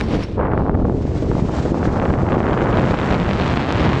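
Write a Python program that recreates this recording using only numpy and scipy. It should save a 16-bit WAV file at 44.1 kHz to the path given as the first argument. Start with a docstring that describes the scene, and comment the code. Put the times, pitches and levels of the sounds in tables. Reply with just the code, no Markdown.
"""Cliff jump, worn microphone

Clothing rustles, harness fittings knock and a buckle clinks at the push-off, then a first gust hits.
Eddies strike the microphone port as single pressure pulses over heavy buffeting and a smooth hiss.
As the fall gathers speed they get sharper, from dull thumps to a tearing crackle."""
import sys
import numpy as np
from scipy import signal
from scipy.fft import rfft, irfft
from scipy.io import wavfile
from scipy.ndimage import uniform_filter1d, minimum_filter1d

SR = 44100
rng = np.random.default_rng(int(sys.argv[2]) if len(sys.argv) > 2 else 0)


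def file_out(sig):
    """Save sig as 16-bit WAV at sys.argv[1]."""
    # one column per channel
    cols = np.atleast_2d(sig).T
    # limit, then scale
    lim = np.clip(cols, -1, 1)
    pcm = np.round(lim * 32767).astype(np.int16)
    wavfile.write(sys.argv[1], SR, pcm)


N = 176400

# Clothing rustle envelope: time_s, level_db
RUSTLE_ENVELOPE = [(0, -34.5), (.06, -40.5), (.145, -31), (.19, -37.5), (.23, -33), (.26, -43.5),
                   (.34, -45), (.42, -59), (.5, -58.5), (.6, -49), (.72, -55.5), (.9, -54.5), (1.1, -90)]
# Tone of the cloth: frequency_hz, relative_db
RUSTLE_EQ = [(300, -2), (1000, 8), (2500, 3), (4500, -3), (6500, -14), (8500, -21), (10500, -32.5),
             (14000, -54.5)]
# Low buffeting envelope: time_s, level_db
BUFFET_ENVELOPE = [(0, -22), (.15, -18.5), (.29, -28.5), (.39, -19.5), (.6, -19), (.8, -17.5), (.97, -21),
                   (1.3, -21), (1.55, -23.5), (2.1, -17.5), (2.3, -21.5), (2.92, -17.5), (3, -24),
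                   (3.1, -18.5), (3.55, -21.5), (3.65, -25.5), (3.85, -17.5), (4, -18)]
# Buffeting in slow air: frequency_hz, relative_db
SLOW_BUFFET_EQ = [(15, -8.5), (30, -9), (65, 1.5), (120, -4), (190, -8.5), (310, -8.5), (450, -13.5),
                  (700, -29), (2000, -88.5)]
# Buffeting in fast air: frequency_hz, relative_db
FAST_BUFFET_EQ = [(15, -23.5), (30, -10.5), (65, -1), (130, -0.5), (220, -7), (350, -14.5), (700, -52.5),
                  (2000, -91)]
# Air over the port: time_s, speed_m_per_s, eddy_drive_db
AIRFLOW = [(0, 11.6, -24), (.06, 8, -26), (.11, 8, -17.5), (.155, 7, -16), (.22, 5.7, -28), (.36, 4, -28.5),
           (.395, 11, -20.5), (.46, 11.1, -24), (.5, 9.5, -24.5), (.62, 9.25, -21), (.8, 8.5, -22),
           (.97, 5.35, -21.5), (1.18, 5.5, -23), (1.29, 5.6, -20.5), (1.35, 5.3, -20.5),
           (1.55, 8.06, -22.5), (1.77, 8.5, -22), (1.85, 12, -21.5), (2.03, 14.5, -22), (2.37, 14.3, -21),
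           (2.52, 17, -19.5), (2.65, 18.2, -17), (2.72, 18.5, -20.5), (2.78, 22, -18), (2.9, 24, -21),
           (2.97, 27, -22), (3.1, 26, -20), (3.23, 25, -23), (3.31, 34, -22), (3.47, 37, -22.5),
           (3.62, 35, -22), (3.72, 35, -22.5), (3.86, 34.7, -19.5), (4, 32, -25.5)]
# Tone of the eddies: frequency_hz, relative_db
EDDY_EQ = [(30, -9.5), (100, -5.5), (200, -1), (400, 1), (700, -3), (1100, -5.5), (2000, -13.5),
           (4000, -17), (8000, -28)]
# The hardest slaps of air: start_s, strength_db, treble_edge_hz
HARD_SLAPS = [(0.471, -12, 2200), (0.518, -9.5, 2000), (0.535, -6.5, 1500), (0.577, -2, 1770),
              (0.608, -6.5, 1300), (0.664, -6.5, 1400), (.695, -0.5, 1450), (.745, -12, 1700),
              (0.852, -5, 1350), (0.8969, -5.5, 1200), (1.315, -6, 1600), (1.392, -8.5, 750),
              (1.453, -13, 1000), (1.494, -7.5, 1300), (1.586, -6.5, 1350), (1.744, -2.5, 1150),
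              (1.83, -5, 1750), (1.973, -12, 1700), (1.999, -7, 3000), (2.017, -7, 2200),
              (2.054, -10, 3200), (2.139, -5.5, 2200), (2.321, -6.5, 2700), (2.404, -5.5, 2400),
              (2.578, -12, 3300), (3.2, -8.5, 4500), (3.292, -7.5, 3400), (3.311, -5.5, 4000),
              (3.333, -9, 5000), (3.3998, -7, 3800), (3.461, -7.5, 3200), (3.478, -10, 4300),
              (3.539, -6.5, 3200), (3.573, -2, 3700), (3.706, -4, 3200), (3.725, -7.5, 7000),
              (3.962, -6, 2500)]
# Level of the hiss: time_s, level_db
HISS_ENVELOPE = [(0, -46), (.45, -69.5), (.6, -77), (.8, -58), (.95, -48.5), (1.15, -41.5), (1.3, -42),
                 (1.4, -40.5), (1.47, -43.5), (1.55, -36.5), (1.71, -37.5), (1.735, -44.5), (1.85, -38.5),
                 (1.9, -43.5), (2.2, -45), (3, -40), (3.7, -40), (4, -39)]
# Tone of the hiss: frequency_hz, relative_db
HISS_EQ = [(300, -19), (1000, 10.5), (1700, 6.5), (3200, -1), (4500, -3), (6000, -6), (7600, -9),
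           (9000, -24), (14000, -45.5)]
# Hits on the harness fittings: start_s, strength_db
FITTING_HITS = [(.005, -21), (.0105, -14.5), (.013, -29), (.228, -32)]
# Ring of a fitting: pitch_hz, gain_db, t60_s
FITTING_MODES = [(1780, -4.5, 0.02), (2270, 1.5, 0.0077), (2720, -14, 0.015), (3700, -10, 0.011),
                 (4750, -20, 0.013)]
# Hits on the buckle: start_s, strength_db
BUCKLE_HITS = [(.035, -34), (.236, -27), (.287, -44)]
# Ring of the buckle: pitch_hz, gain_db, t60_s
BUCKLE_MODES = [(5440, -6.5, 0.058), (5370, -18, 0.04), (5600, -19, .02), (9700, -21, .025)]
# First gust envelope: time_s, level_db
GUST_ENVELOPE = [(.3, -67), (.372, -43), (.395, -22.5), (.465, -21), (.5, -30), (.535, -23.5), (.57, -37.5),
                 (.62, -52), (.9, -98)]
# Tone of the gust: frequency_hz, relative_db
GUST_EQ = [(150, -20), (400, 2), (1000, -4), (1700, -13), (2500, -29.5), (4000, -47.5), (7000, -69)]
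# Dull thumps in slower air: centre_s, peak_db, half_width_ms
DULL_THUMPS = [(0.948, -6.5, 0.71), (1.009, -12, 0.68), (1.053, -8, .8), (1.157, -15, 0.96),
               (1.225, -10, 0.58), (1.244, -11.5, 1.8), (1.3007, -7.5, 0.98), (1.35, -12, 1.3),
               (1.426, -7, 1.13), (1.454, -11.5, 0.76), (1.604, -12, 1.3), (1.654, -8.5, 0.61),
               (1.72, -7, 0.74), (1.875, -5.5, 0.78), (2.105, -11, 1.2), (2.234, -7, 0.64),
               (2.371, -7.5, 0.85)]

FAST_M_PER_S, BREAKUP_DB_PER_DOUBLING = 18.9, 1.87
EDGE_HZ_PER_M_PER_S = 96.7  # the treble edge rises with air speed
SHARPEST_HZ = 4870  # ceiling on that edge for eddies and lesser slaps
EDDIES_PER_S, EDDY_SPREAD_DB = 1600, 3
SWIRL_HZ, SWIRL_OCTAVES, SWIRL_DB = 121, 0.06, 3  # quick swings of the flow
SURGE_HZ, SURGE_OCTAVES, SURGE_DB = 5.6, 0.07, 0.84  # slower swings
SCATTER_OCTAVES, SUCTION_OCTAVES, WIDEST_OCTAVES = 0.23, 0.59, 0.98  # swing of an eddy's edge
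SHED_PER_S, SHED_PER_M = 45, 3.5  # lesser slaps: base rate, plus more per metre of passing air
SHED_DB, SHED_SPREAD_DB, SHED_OCTAVES = 8.5, 1.5, 0.21
SLAP_GAIN_DB, CRACK_LOW_HZ, CRACK_BODY_HZ = 2.5, 320, 526
THUD_HZ, THUD_T60_S, THUD_DB = 192, 0.016, -5.5
MIC_LOW_HZ, MIC_EDGE_HZ = 6.6, 10000
LIMIT_DB, RELEASE_DB_PER_S, CUTOFF_HZ = -3.6, 115.5, 14000


def from_db(db):
    """Decibels to gain."""
    return 10 ** (np.asarray(db) / 20)


def rms_one(x):
    """Scale to rms 1."""
    return x / np.sqrt(np.mean(x ** 2) + 1e-20)


def automation(rows):
    """Each column of a breakpoint curve, at every sample."""
    times, *columns = np.transpose(rows)
    return [np.interp(np.arange(N) / SR, times, column) for column in columns]


def equalise(x, eq):
    """Apply an EQ curve, scaled so that white noise keeps its power."""
    hz, db = np.transpose(eq)
    bin_hz = np.arange(N + 1) * SR / (2 * N)
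    gain = from_db(np.interp(np.log(bin_hz + 1), np.log(hz), db))
    return irfft(rfft(x, 2 * N) * rms_one(gain))[:N]


def cut(x, hz, kind="low", order=2):
    """Butterworth low- or high-pass."""
    edge = np.clip(hz, 10, .45 * SR)
    return signal.sosfilt(signal.butter(order, edge, kind, fs=SR, output="sos"), x + 1e-18)


def drift(hz):
    """Random modulation up to about this rate, rms 1, its extremes softened."""
    wander = rms_one(cut(rng.standard_normal(2 * N), hz)[N:])
    return rms_one(np.tanh(wander / 1.5))


def clicks(hits):
    """One impulse for each (start_s, strength_db)."""
    out = np.zeros(N)
    for start_s, db in hits:
        out[int(np.clip(start_s * SR, 0, N - 1))] += from_db(db)
    return out


def ring(x, hz, t60_s):
    """Resonator: each impulse starts a decaying sine of its own height."""
    decay, angle = from_db(-60 / (t60_s * SR)), 2 * np.pi * hz / SR
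    return signal.lfilter([0, np.sin(angle)], [1, -2 * decay * np.cos(angle), decay ** 2], x + 1e-18)


def rounded(pulses, edge_octave):
    """Round off each impulse at its own treble edge (log2 Hz) by blending low-passes."""
    edge = np.minimum(edge_octave, np.log2(SHARPEST_HZ))
    return sum(cut(pulses * np.maximum(1 - 2 * abs(edge - step), 0), 2 ** step, order=4)
               for step in np.arange(7, 14, .5))


def noise_layer(envelope, eq, flutter_db, flutter_hz):
    """Shaped noise, fluttering in level."""
    grain = rms_one(rng.standard_normal(N) * from_db(flutter_db * drift(flutter_hz)))
    return from_db(automation(envelope)[0]) * equalise(grain, eq)


def breakup_db(speed):
    """Faster air tears into harder pulses: the balance tips from eddies to slaps."""
    return BREAKUP_DB_PER_DOUBLING * np.log2(speed / FAST_M_PER_S)


def clothing_rustle():
    """Cloth rubs at the push-off with a fine, dry grain."""
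    return noise_layer(RUSTLE_ENVELOPE, RUSTLE_EQ, flutter_db=2.0, flutter_hz=360)


def buffeting(speed):
    """Broad pressure swings, rms about 1; their weight moves up in pitch as the air gets faster."""
    blend = np.clip(speed / FAST_M_PER_S, 0, 1) ** 2
    slow_air = equalise(rng.standard_normal(N), SLOW_BUFFET_EQ)
    fast_air = equalise(rng.standard_normal(N), FAST_BUFFET_EQ)
    return np.sqrt(1 - blend) * slow_air + np.sqrt(blend) * fast_air


def eddies(speed, drive_db, pressure):
    """Each small eddy is one pressure pulse; the faster it crosses the port, the brighter it is."""
    swirl, surge = drift(SWIRL_HZ), drift(SURGE_HZ)
    scatter = np.clip(rng.standard_normal(N), -2, 2)
    triggers = rng.random(N) < EDDIES_PER_S / SR
    accent_db = EDDY_SPREAD_DB * scatter + SWIRL_DB * swirl + SURGE_DB * surge
    pulses = rms_one(triggers * rng.choice([-1, 1], N) * from_db(accent_db))
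    pulses *= from_db(drive_db - np.maximum(breakup_db(speed), 0))
    swing = SWIRL_OCTAVES * swirl + SURGE_OCTAVES * surge + SCATTER_OCTAVES * (scatter - .5)
    swing -= SUCTION_OCTAVES * pressure  # sharper while the buffet sucks
    swing = WIDEST_OCTAVES * np.tanh(swing / WIDEST_OCTAVES)
    return equalise(rounded(pulses, np.log2(EDGE_HZ_PER_M_PER_S * speed) + swing), EDDY_EQ)


def slaps(speed, drive_db):
    """Large eddies break away unevenly: a crack of pressure with a low thud of suction behind it."""
    slaps_per_s = (SHED_PER_S + SHED_PER_M * speed) * from_db(5 * drift(hz=120))
    triggers = np.diff(np.floor(np.cumsum(slaps_per_s) / SR), prepend=0) > 0
    scatter = np.clip(rng.standard_normal(N), -1.5, 1.5)
    lesser = triggers * from_db(drive_db + SHED_DB + breakup_db(speed) + SHED_SPREAD_DB * scatter)
    edge_octave = np.log2(EDGE_HZ_PER_M_PER_S * speed) + SHED_OCTAVES * scatter
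    hardest = sum(cut(clicks([(start_s, db)]), hz, order=4) for start_s, db, hz in HARD_SLAPS)
    pulses = rounded(lesser, edge_octave) + hardest
    makeup = SR / (2 * np.pi * CRACK_BODY_HZ)  # restores an impulse's height after the low-pass
    crack = makeup * cut(cut(pulses, CRACK_BODY_HZ, order=1), CRACK_LOW_HZ, "high")
    thud = cut(ring(pulses, THUD_HZ, THUD_T60_S), 44, "high", order=1)
    return from_db(SLAP_GAIN_DB) * (crack - from_db(THUD_DB) * thud)


def hiss():
    """A smooth hiss swells, drops back suddenly, then holds steady."""
    return noise_layer(HISS_ENVELOPE, HISS_EQ, flutter_db=2.0, flutter_hz=22)


def struck_hardware(hits, modes):
    """Hits set a harness fitting or buckle ringing briefly in its modes."""
    return sum(from_db(db) * ring(clicks(hits), hz, t60_s) for hz, db, t60_s in modes)


def first_gust():
    """The first rush of air hits as a dense rasp."""
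    return noise_layer(GUST_ENVELOPE, GUST_EQ, flutter_db=4.5, flutter_hz=280)


def thumps():
    """A big slow eddy crosses the port: one swing of suction, then its rebound."""
    out = np.zeros(N)
    for centre_s, peak_db, half_width_ms in DULL_THUMPS:
        offset = np.clip((np.arange(N) / SR - centre_s) / (half_width_ms / 1000), -8, 8)
        out += from_db(peak_db) * offset * np.exp((1 - offset ** 2) / 2)
    return out


def scene():
    """Mono mix: wind at the port, a smooth hiss, and the gear at the push-off."""
    speed, drive_db = automation(AIRFLOW)
    pressure = buffeting(speed)
    buffet = pressure * from_db(automation(BUFFET_ENVELOPE)[0])
    wind = buffet + first_gust() + eddies(speed, drive_db, pressure) + slaps(speed, drive_db) + thumps()
    wind = cut(wind, MIC_EDGE_HZ, order=5)
    knocks = struck_hardware(FITTING_HITS, FITTING_MODES)
    clinks = struck_hardware(BUCKLE_HITS, BUCKLE_MODES)
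    hardware = cut(knocks + clinks, MIC_EDGE_HZ, order=3)
    return cut(wind + hiss() + clothing_rustle() + hardware, MIC_LOW_HZ, "high", order=1)[None]


def record(dry):
    """A fast limiter holds the peaks down and a steep low-pass trims the top."""
    over_db = np.maximum(20 * np.log10(abs(dry[0]) + 1e-9) - LIMIT_DB, 0)
    release_db = RELEASE_DB_PER_S * np.arange(N) / SR
    reduction_db = np.maximum.accumulate(over_db + release_db) - release_db
    gain_db = uniform_filter1d(minimum_filter1d(-reduction_db, size=129), size=129)  # 3 ms look-ahead
    return cut(dry * from_db(gain_db), CUTOFF_HZ, order=12)


dry = scene()
out = record(dry)
file_out(out)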